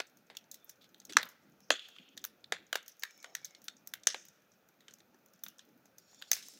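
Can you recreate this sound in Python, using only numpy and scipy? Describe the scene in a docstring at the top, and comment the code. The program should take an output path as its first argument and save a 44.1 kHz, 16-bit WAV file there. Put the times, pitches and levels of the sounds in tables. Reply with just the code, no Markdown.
"""A sharp pop opens the scene, then cracks and faint ticks scatter over a softly fluttering, hissing wood fire.
The place is a steel fire pit outdoors at night, with a small microphone close to it.
Gas pockets burst in the logs: each pop is a short noise burst in the resonances of pit and microphone.
A nearby wall answers once and the yard dies away; cracks go on hissing as noise through sliding resonances.
Flames are patchy noise over steadier hiss; low rumbles give their puffs and the thumps under the loudest pops."""
import sys
import numpy as np
from scipy import signal
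from scipy.fft import rfft, irfft, next_fast_len
from scipy.io import wavfile
from scipy.ndimage import uniform_filter1d, map_coordinates

SR = 44100
rng = np.random.default_rng(int(sys.argv[2]) if len(sys.argv) > 2 else 0)


def unload_audio(sound):
    """Save the sound as a 16-bit wav file, at the path given as the first command line argument."""
    columns = np.transpose(np.atleast_2d(sound))
    # keep every value between -1 and 1, then stretch to whole-number steps
    steps = np.round(np.clip(columns, -1, 1) * 32767)
    wavfile.write(sys.argv[1], SR, steps.astype(np.int16))


N = 290619


def amp(db):
    """Gain of a level in dB."""
    return 10 ** (np.asarray(db) / 20)


def unit(x):
    """x at rms 1."""
    return x / np.sqrt(np.mean(x ** 2) + 1e-20)


def along(points, hz):
    """Read a curve of (frequency, value) points on a log frequency axis."""
    f, v = np.transpose(points)
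    return np.interp(np.log(hz + 1), np.log(f + 1), v)


def wobble(rate):
    """A smooth random curve, rate knots a second."""
    knots = rng.standard_normal(int(N * rate / SR) + 4)
    return map_coordinates(knots, [np.arange(N) * rate / SR])


def filtered(x, response):
    """x times a complex response of frequency."""
    m = next_fast_len(x.shape[-1] + 8192)
    spectrum = rfft(x, m) * response(np.fft.rfftfreq(m, 1 / SR))
    return irfft(spectrum, m)[..., :x.shape[-1]]


def resonance(f, hz, width_hz):
    """A causal resonance of peak gain 1, applied twice for steep skirts."""
    return (1j * f * width_hz / (hz * hz - f * f + 1j * f * width_hz)) ** 2


def rush(spectrum, patchy_db, patch_shape):
    """Noise of rms 1 with patches of random gain; patch_shape = (bins, frames)."""
    z = signal.stft(rng.standard_normal(N), nperseg=1024)[2]
    field = uniform_filter1d(rng.standard_normal(z.shape), size=patch_shape[0], axis=0)
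    field = uniform_filter1d(field, size=patch_shape[1], axis=1)
    noise = signal.istft(z * amp(patchy_db * unit(field)), nperseg=1024)[1][:N]
    return unit(filtered(noise, lambda hz: amp(along(spectrum, hz))))


# colour of the flutter: (frequency [Hz], relative level per Hz [dB])
FLUTTER_SPECTRUM = [(15, -81), (25, -50), (81, -15), (198, -0.5), (335, -5), (372, -11.5), (525, -15),
                    (900, -13), (1170, -47), (1980, -120)]
# colour of the burning gas: (frequency [Hz], relative level per Hz [dB])
HISS_SPECTRUM = [(180, -34), (300, -7), (549, -1), (987, -13), (1400, -4), (2130, -14), (2480, -8.5),
                 (2740, -15), (4850, -19.5), (5190, -19), (6450, -17.5), (7630, -27.5), (8730, -30),
                 (15200, -16), (16500, -35)]
# course of the flutter, before its random wobble: (time [s], level [dB])
FLUTTER_COURSE = [(0.0, -74), (0.53, -77.5), (1.3, -72), (1.54, -70), (1.78, -80), (2.31, -72), (2.62, -68),
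                  (2.81, -77), (3.06, -80.5), (3.28, -77), (3.43, -74), (4.59, -74), (5.19, -72.5),
                  (5.43, -76.5), (6.22, -74), (6.59, -71)]
HISS_DB = -72.5


def flames():
    """Flames flutter in narrow rolling patches of low noise; burning gas hisses more evenly above."""
    flutter_db = np.interp(np.arange(N) / SR, *np.transpose(FLUTTER_COURSE))
    flutter = rush(FLUTTER_SPECTRUM, patchy_db=3.5, patch_shape=(4, 4))
    hiss = rush(HISS_SPECTRUM, patchy_db=1.2, patch_shape=(14, 5))
    return amp(flutter_db + 1.7 * wobble(4.3)) * flutter + amp(HISS_DB) * hiss


# low puffs of flame, and the low thumps under the loudest pops:
# (middle [s], level [dB], centre [Hz], length [s]); the whole swell and fade lasts 1.9 lengths
PUFFS_AND_THUMPS = [(0.947, -70.5, 218, 0.17), (1.108, -55.5, 300, 0.039), (1.171, -48.5, 237, 0.032),
                    (1.244, -67.5, 200, 0.091), (1.5, -70.5, 198.3, .12), (1.72, -54.5, 299, 0.041),
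                    (2.0, -65, 240.6, 0.043), (2.028, -72, 244, 0.043), (2.092, -68.5, 261, 0.05),
                    (2.171, -61.5, 229, 0.04), (2.223, -68, 300, 0.058), (2.33, -71, 237, 0.08),
                    (2.678, -85, 280, 0.085), (3.301, -67.5, 620, .12), (3.419, -76, 149, 0.097),
                    (3.6, -72, 510, 0.064), (5.1, -74.5, 215, 0.13), (5.471, -66, 198.7, 0.063),
                    (5.7, -69, 319.6, 0.082), (6.561, -68.5, 245, 0.054)]


def puffs_and_thumps():
    """Each puff or thump is a narrow rumble that swells and fades."""
    out = np.zeros(N + SR)
    for middle, level_db, centre_hz, length in PUFFS_AND_THUMPS:
        n = round(1.9 * length * SR)
        noise = rng.standard_normal(n)
        rumble = unit(filtered(noise, lambda f: resonance(f, centre_hz, .7 * centre_hz)))
        out[round(middle * SR) - n // 2:][:n] += amp(level_db) * np.hanning(n) * rumble
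    return out[:N]


# gas hissing or whistling from a crack: (start [s], swell [s], length [s], level [dB],
# fade after the swell [dB/s], first gush over the level [dB], centre [Hz],
# width before 40 Hz is added [Hz], fall of the centre [Hz/s])
GAS_JETS = [(.065, .007, 0.031, -59.5, 600, -11, 6800, 3780, 0), (.58, .03, 0.16, -75, 0, -4, 3520, 120, 2),
            (0.618, .08, 0.12, -66.5, 148, -17, 6000, 2400, 3),
            (.808, .004, 0.056, -63.5, 88, -1, 3750, 2000, 0),
            (1.092, .005, 0.024, -52, 100, -1, 3400, 3700, 0),
            (1.18, .002, 0.19, -49.5, 110.5, 0, 1250, 1400, 0),
            (1.41, .01, 0.042, -75.5, 99.5, -2.5, 5900, 3000, 0),
            (1.607, .01, 0.11, -73, 0, -3, 5630, 910, -1),
            (1.71, 0.0018, 0.44, -54.5, 34, 26, 3320, 870, 700.5),
            (1.713, 0.0016, .34, -67.5, 52, 38, 6680, 915, 0),
            (1.816, 0.028, 0.059, -52.5, 100, 1, 3150, 1700, 0),
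            (1.828, .02, 0.074, -72, 153, -13, 6400, 1400, 0),
            (2.95, .1, 0.62, -78, -3, 9, 3680, 2200, -7.5),
            (2.97, 0.026, 0.82, -70, 18, -2, 6420, 803, -2.5),
            (3.017, 0.13, .58, -69.5, 25, 0, 5400, 200, 0), (3.05, .003, 0.26, -74, 1, 10, 2320, 60, 302),
            (3.35, .06, 0.23, -70, 20.5, 0, 2270, 60, 407),
            (4.08, .035, .47, -52.5, 110.5, -0.5, 6150, 1330, 1),
            (5.973, 0.35, 0.36, -64.5, -0.5, -0.5, 4490, 3240, -2),
            (5.978, 0.052, .332, -74, 7, 2.5, 5550, 249.3, 0),
            (5.99, 0.12, 0.49, -70.5, 10, 2, 6850, 400, 1), (6.1, 0.22, 0.19, -68.5, 0, 2, 3480, 180, 0),
            (6.334, .002, .3, -48.5, 68, -6, 4700, 5030, -2500),
            (6.337, .002, .3, -62, 110, 17, 13000, 9000, 0)]
SWELL_DB = 16  # rise over the swell
GUSH_S, CLOSE_S = 0.035, 0.02  # time constant of the gush's dB; closing time


def jets():
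    """Sputtering noise through each crack's resonance: it swells, changes with the pressure, slides and closes."""
    out = np.zeros(N)
    for start, swell, length, level_db, fade, gush_db, centre_hz, width_hz, sag in GAS_JETS:
        f, t, z = signal.stft(rng.standard_normal(N), SR, nperseg=512)
        sliding_hz = centre_hz - sag * np.clip(t - start, 0, length)
        shape = np.abs(resonance(f[:, None], sliding_hz, abs(width_hz) + 40))
        # random narrow ripples in the hiss spectrum, fixed through each jet
        shape *= amp(3 * uniform_filter1d(rng.standard_normal((len(f), 1)), size=2, axis=0))
        shape = shape / np.sqrt(np.mean(shape ** 2, axis=0))
        noise = signal.istft(z * shape, SR, nperseg=512)[1][:N]
        u = np.clip(np.arange(N) / SR - start, 0, None)  # seconds since the start
        now_db = level_db - SWELL_DB * np.clip(1 - u / swell, 0, 1)
        now_db = now_db - fade * np.clip(u - swell, 0, None) + gush_db * np.exp(-u / GUSH_S)
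        closing = np.clip((length - u) / CLOSE_S + .5, 0, 1)
        gain = amp(now_db) * (u > 0) * closing
        sputter = unit(amp(3 * wobble(90) + 1.2 * wobble(22)))
        out += gain * noise * sputter
    return out


# dying away of the surroundings: (frequency [Hz], time to fall 60 dB [s])
YARD_DECAY = [(300, 0.11), (1000, 0.16), (2500, 0.25), (6000, 0.13), (9000, .12), (14000, 0.091)]


def yard(sound, click, echo_db, tail_db):
    """A wall answers once, then grains die away, each frequency at its own speed; far things answer longer."""
    hz, t, z = signal.stft(rng.standard_normal(SR // 3), SR, nperseg=256)
    decay_db = -60 * t / along(YARD_DECAY, hz)[:, None]
    # a random gain for each frequency makes the tail's colour uneven
    z *= amp(4.1 * rng.standard_normal((len(hz), 1)))
    near, far = amp(decay_db), amp(-30 + 0.15 * decay_db)
    tail = signal.istft(z * (near + far), SR, nperseg=256)[1]
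    grains = np.repeat(amp(2.2 * rng.standard_normal(len(tail) // 128 + 1)), 128)
    tail *= grains[:len(tail)]
    delayed = np.pad(tail / np.linalg.norm(tail), (round(0.0036 * SR), 0))
    out = signal.fftconvolve(click, amp(tail_db) * delayed)
    out[:len(sound)] += sound
    out[round(.0168 * SR):][:len(sound)] += amp(echo_db) * sound  # the wall
    return out


# resonances that a pop excites, in the order thud, knock, crack, snap, spit:
# (usual centre [Hz], width of a single pass [Hz])
POP_RESONANCES = [(600, 610), (1700, 880), (3700, 1060), (6200, 1200), (14300, 4700)]


def burst(strengths_db, knock_hz, crack_hz, t60):
    """One pocket: noise swelling in a millisecond and dying in the resonances; also a click of similar colour."""
    t = np.arange(1536) / SR
    swell = 1 - np.exp(-(t / 0.00095) ** 2)
    shape = swell * amp(-60 * t / np.clip(t60, .002, .04))
    centres, widths = np.transpose(POP_RESONANCES)
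    centres[1:3] = knock_hz, crack_hz  # the size of the pocket sets these two

    def ring(x, hz, width_hz):
        """x in every resonance, one per row, with the lows below it thinned."""
        hz, width_hz = hz[:, None], width_hz[:, None]
        return filtered(x, lambda f: resonance(f, hz, width_hz) * (1j * f / (1j * f + hz / 2)) ** 2)

    def energy(x):
        """Every resonance gets energy in proportion to the swell-and-decay shape."""
        size = np.linalg.norm(shape) / shape.max() / 2
        return size * x / np.linalg.norm(x, axis=1, keepdims=True)

    parts = ring(shape * rng.standard_normal(len(t)), centres, widths)
    # what leaves in all directions is broader and duller
    clicks = ring(1. * (t == 0), .9 * centres, 1.3 * widths)
    return amp(strengths_db) @ energy(parts), amp(strengths_db) @ energy(clicks)


# clear pops: (time [s], body level [dB], body pitch over 1 kHz, held between -0.8 and 1.9 [octaves],
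# breadth, at least 0.3 [octaves], shift of knock and crack [octaves],
# snap level [dB], spit level [dB], reverberation over the click [dB]);
# snap and spit are levels over the body
CLEAR_POPS = [(0.001, -24, 0.61, 1.73, -0.088, -8, -24, -15), (0.0683, -67, 8, 2.5, -0.05, 11, 5, -9),
              (0.1708, -67.5, 4, 2.2, -0.013, 13, 12, -4), (0.2996, -45, 0.59, 5.8, 0.01, -15, -33, -2.5),
              (0.3504, -52, 1.8, 3, 0.047, -3, -21, -5), (0.3687, -31.5, 1.82, 0.55, -0.11, -3.5, -7, -16),
              (0.4404, -63, 2, 1.8, 0.12, 4, -14, -10), (0.5137, -44, 2.3, 0.34, 0.26, 8, 5.5, -5),
              (0.5423, -45, 1.76, 0.78, 0.18, 3.5, 4, -7), (0.6446, -74, -0.2, 2.5, -0.11, -1, 31, -14),
              (0.6941, -51.5, 2.9, 1.9, 0.16, 11.5, 11, -9), (0.842, -55.5, 1.8, 1.8, 0.23, -1.5, -8, -12),
              (0.9443, -46, 2, 0.92, 0.022, -9.5, -11, -13), (1.0002, -48.5, 2.4, 0.52, 0.19, 5, -8, -12),
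              (1.0163, -59, 2.2, 1.8, 0.12, -4, -10, -12), (1.0509, -50, 2.7, 0.43, 0.26, 9.5, 5.5, -11),
              (1.0949, -42.5, 1.3, 2, 0.26, -6, -14, -11.5),
              (1.1235, -37.5, 1.9, 1.15, -0.037, -0.5, -13, -12),
              (1.1332, -37.5, 2.1, 0.98, -0.19, 1, -13.5, -10),
              (1.168, -4, 0.69, 0.88, -0.27, -6.5, -28, -16.5),
              (1.198, -34.5, 0.063, 1.3, -0.21, -15, -29, -12),
              (1.2143, -37.5, 1.8, 2.2, -0.04, -17, -15, -11),
              (1.2292, -28.5, 1.9, 1.8, 0.02, -12.5, -9, -15),
              (1.2537, -48, -7.53, 1.1, -0.18, -4.5, 4, -12), (1.2883, -58, 3, 0.9, -0.16, 10, 13.5, -3.5),
              (1.6039, -61, 0.13, 2.9, -0.07, 6.5, 5, -13), (1.7041, -10, 2.3, 3.9, -0.31, -9, -26.5, -12),
              (1.7932, -34, 5, 0.36, -0.23, -30, -47, -22), (1.8856, -48.5, 2, 2.4, -0.081, -3, -1, -7),
              (1.9628, -44.5, 2.24, 1.26, -0.13, -30, -38, -12),
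              (1.9844, -40, 2, 0.54, -0.51, -31, -42, -9), (2.0889, -60, -0.45, 1.0, 0.04, 4, -19, -15),
              (2.1684, -55, -0.62, 1.9, -0.15, 7, -6, -14), (2.1752, -35, 1.9, 1, 0.016, -2.5, -10, -12),
              (2.2404, -32, 2.26, 1.24, -0.02, 0.5, 1, -13.5),
              (2.2494, -35.5, 0.88, 1.25, -0.4, 5, 10, -14),
              (2.4416, -38.5, 1.9, 0.72, 0.02, -29, -38.5, -19),
              (2.522, -18, 0.69, 1.6, -0.012, -8.5, -22.5, -11),
              (2.728, -20, 1.02, 1.47, -0.27, -8.5, -12, -12.5),
              (2.7548, -20, 0.65, 1.43, -0.1, -8, -11.5, -12), (2.828, -59.5, 9, 1.3, 0.07, 7.5, 2, -11.5),
              (2.8605, -54.5, 0.67, 0.98, -0.078, 3, -3, -3), (2.8796, -49, 2.1, 1.06, 0.046, 9, 10.5, -4),
              (2.9951, -66, 0.6, 2.5, -0.14, 18, 22.5, -7), (3.0227, -42.5, 1.8, 1.5, 0.27, 1, -21, -3),
              (3.0341, -22.5, 1.15, 0.97, 0.033, -6, -6, -14.5), (3.1076, -57, 1.8, 1.55, 0.01, 7, -1, -8),
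              (3.1758, -62, -0.8, 2.5, 0.13, 9, 6, -10), (3.2272, -50.5, 1.8, 1.1, 0.14, 4.5, 0, -6),
              (3.2429, -34.5, 0.74, 1.32, -0.22, -6.5, -29, -11),
              (3.3503, -24, 1.24, 0.61, 0.11, -0.5, -8, -12), (3.4144, -58.5, -1.5, 1.5, 0.29, 3, -22, -10),
              (3.4461, -50, 1.8, 1.46, -0.022, 22, 7, -11), (3.4515, -39.5, 2.1, 0.78, 0.17, 0, 0, -12),
              (3.5074, -60, 1.7, 2.7, 0.051, 10, -5, -12), (3.5485, -43.5, 2, 0.88, 0.095, -5.5, -28, -12),
              (3.6177, -61.5, 1.8, 2.1, 0.028, 10, 6, -7.5), (3.6414, -60.5, 2, 1, -0.011, 8, 15.5, -1),
              (3.682, -28.5, 1.74, 0.94, 0.061, -3, -15, -17), (3.8729, -50, 2.2, 1.5, -0.026, 13, 17, -12),
              (3.9368, -29, 1.42, 1.05, -0.075, -4, 0, -15.5),
              (4.034, -47.5, 2, 0.81, 0.1, 3.5, -14, -10.5), (4.0703, -17, 2.48, 2.05, -0.11, 9, -9, -11.5),
              (4.1441, -29.5, 2.23, 5.1, -0.16, -11, -42, -10.5),
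              (4.2518, -57.5, 1.8, 1.8, 0.089, 8.5, 9, -12),
              (4.2841, -58, 1.3, 0.9, -0.04, 11.5, 6.5, -14.5),
              (4.6878, -63.5, 0.95, 0.9, -0.27, 5.5, 3, -10),
              (4.8056, -55, 1.8, 1.25, 0.1, -3, -12.5, -5.5), (4.8816, -42.5, 1.8, 1.1, -0.1, -4, -20, -9),
              (4.9085, -56.5, 2.1, 2, 0.13, 6, -12, -5), (4.9372, -58.5, 1.8, 1.7, 0.14, 16, 11.5, -12),
              (4.9845, -67, 1.8, 1.9, 0.032, 10, 5, -12), (5.0031, -53, 1.9, 1.2, 0.025, -4, -12, -14),
              (5.1442, -56.5, 0, 1.2, -0.12, -3.5, -11, -8.5),
              (5.26, -68, 0.7, 2.6, -0.014, 12.5, 15.5, -15),
              (5.3344, -66, -2, 1.1, -0.22, -7.5, 11.5, -12),
              (5.4365, -40, 1.77, 1.02, -0.079, 6.5, 12.5, -12),
              (5.4635, -37.5, 1.9, 1.7, -0.07, -9, -13.5, -10.5),
              (5.4834, -56.5, 1.7, 1.85, -0.0024, 16, 19.5, -10.5),
              (5.5836, -63, -1, 1.3, -0.15, 13.5, 4, -16),
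              (5.5921, -43, 2.15, 1.03, -0.09, -2.5, -22.5, -8.5),
              (5.8554, -56.5, -1, 1.9, -0.22, 2.5, -3.5, -8),
              (5.9826, -58.5, 1.8, 2.4, -0.04, 15.5, 13, -7),
              (6.1299, -57.5, -1.34, 1.44, 0.04, -7, -14, -9), (6.1451, -61, 1.7, 2.7, 0.0, 13, -2.5, -12),
              (6.215, -49, 1.8, 2.4, 0.037, -9, -7, -7), (6.2224, -32.5, 2.2, 1.3, -0.083, -15, -17, -13.5),
              (6.3152, -21, 2.45, 1.88, 0.07, 10.5, 6, -13.5), (6.3312, -26, 1.9, 1.46, 0.48, 8.5, 0, -11),
              (6.3656, -42, 1.3, 1.6, -0.01, 1, 0, 0.5), (6.4253, -43.5, 2, 0.77, 0.04, -1, -19, -5.5),
              (6.4843, -56, -9, 3.6, 0.14, 16.5, 14, -17), (6.5369, -59, 1.8, 2.5, -0.11, 8, 5, -12),
              (6.5731, -56.5, 2, 1.8, 0.04, 1, -22, -10)]
BREADTH_DB = 6  # a resonance one breadth away from the pitch is this much weaker
POP_T60_S = 0.015  # usual time to fall 60 dB; each pop varies it
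TICK_DB, TICK_PITCH, TICK_BREADTH = -76, 1.8, 1.2  # faintest body [dB]; mean pitch, breadth [octaves]


def pops():
    """Bursting pockets: the clear pops, and many faint bright ticks at random moments."""
    when, shade = rng.random((70, 2)), rng.standard_normal((70, 4))
    ticks = [(s * N / SR, TICK_DB + 7 * size, TICK_PITCH + .4 * a, TICK_BREADTH,
              .12 * b, 7 + 5 * c, 2 + 6 * d, -5)
             for (s, size), (a, b, c, d) in zip(when, shade)]
    usual_hz = np.transpose(POP_RESONANCES)[0]
    out = np.zeros(N + SR)
    for s, body_db, pitch, breadth, shift, snap_db, spit_db, tail_db in list(CLEAR_POPS) + ticks:
        # the body is shared among thud, knock and crack
        distance = np.log2(usual_hz[:3] / 1000) - np.clip(pitch, -.8, 1.9)
        low_db = -BREADTH_DB * (distance / max(breadth, .3)) ** 2
        strengths_db = body_db + np.array([*low_db, snap_db, spit_db])
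        knock_hz, crack_hz = usual_hz[1:3] * 2 ** shift
        t60 = POP_T60_S * 2 ** rng.normal(0, 0.21)
        direct, click = burst(strengths_db, knock_hz, crack_hz, t60)
        sound = yard(direct, click, echo_db=-21, tail_db=tail_db)
        out[max(round((s - .0004) * SR), 0):][:len(sound)] += sound
    return out[:N]


def scene():
    """Everything reaches one microphone."""
    return (pops() + jets() + flames() + puffs_and_thumps())[None]


TOP_HZ = 16000  # band limit


def record(dry):
    """The recorder keeps little above its band limit and almost nothing a little higher."""
    edges_hz = [TOP_HZ - 150, TOP_HZ + 150, TOP_HZ + 700, TOP_HZ + 950]
    return filtered(dry, lambda hz: amp(np.interp(hz, edges_hz, [0, -16, -20, -140])))


dry = scene()
out = record(dry)
unload_audio(out)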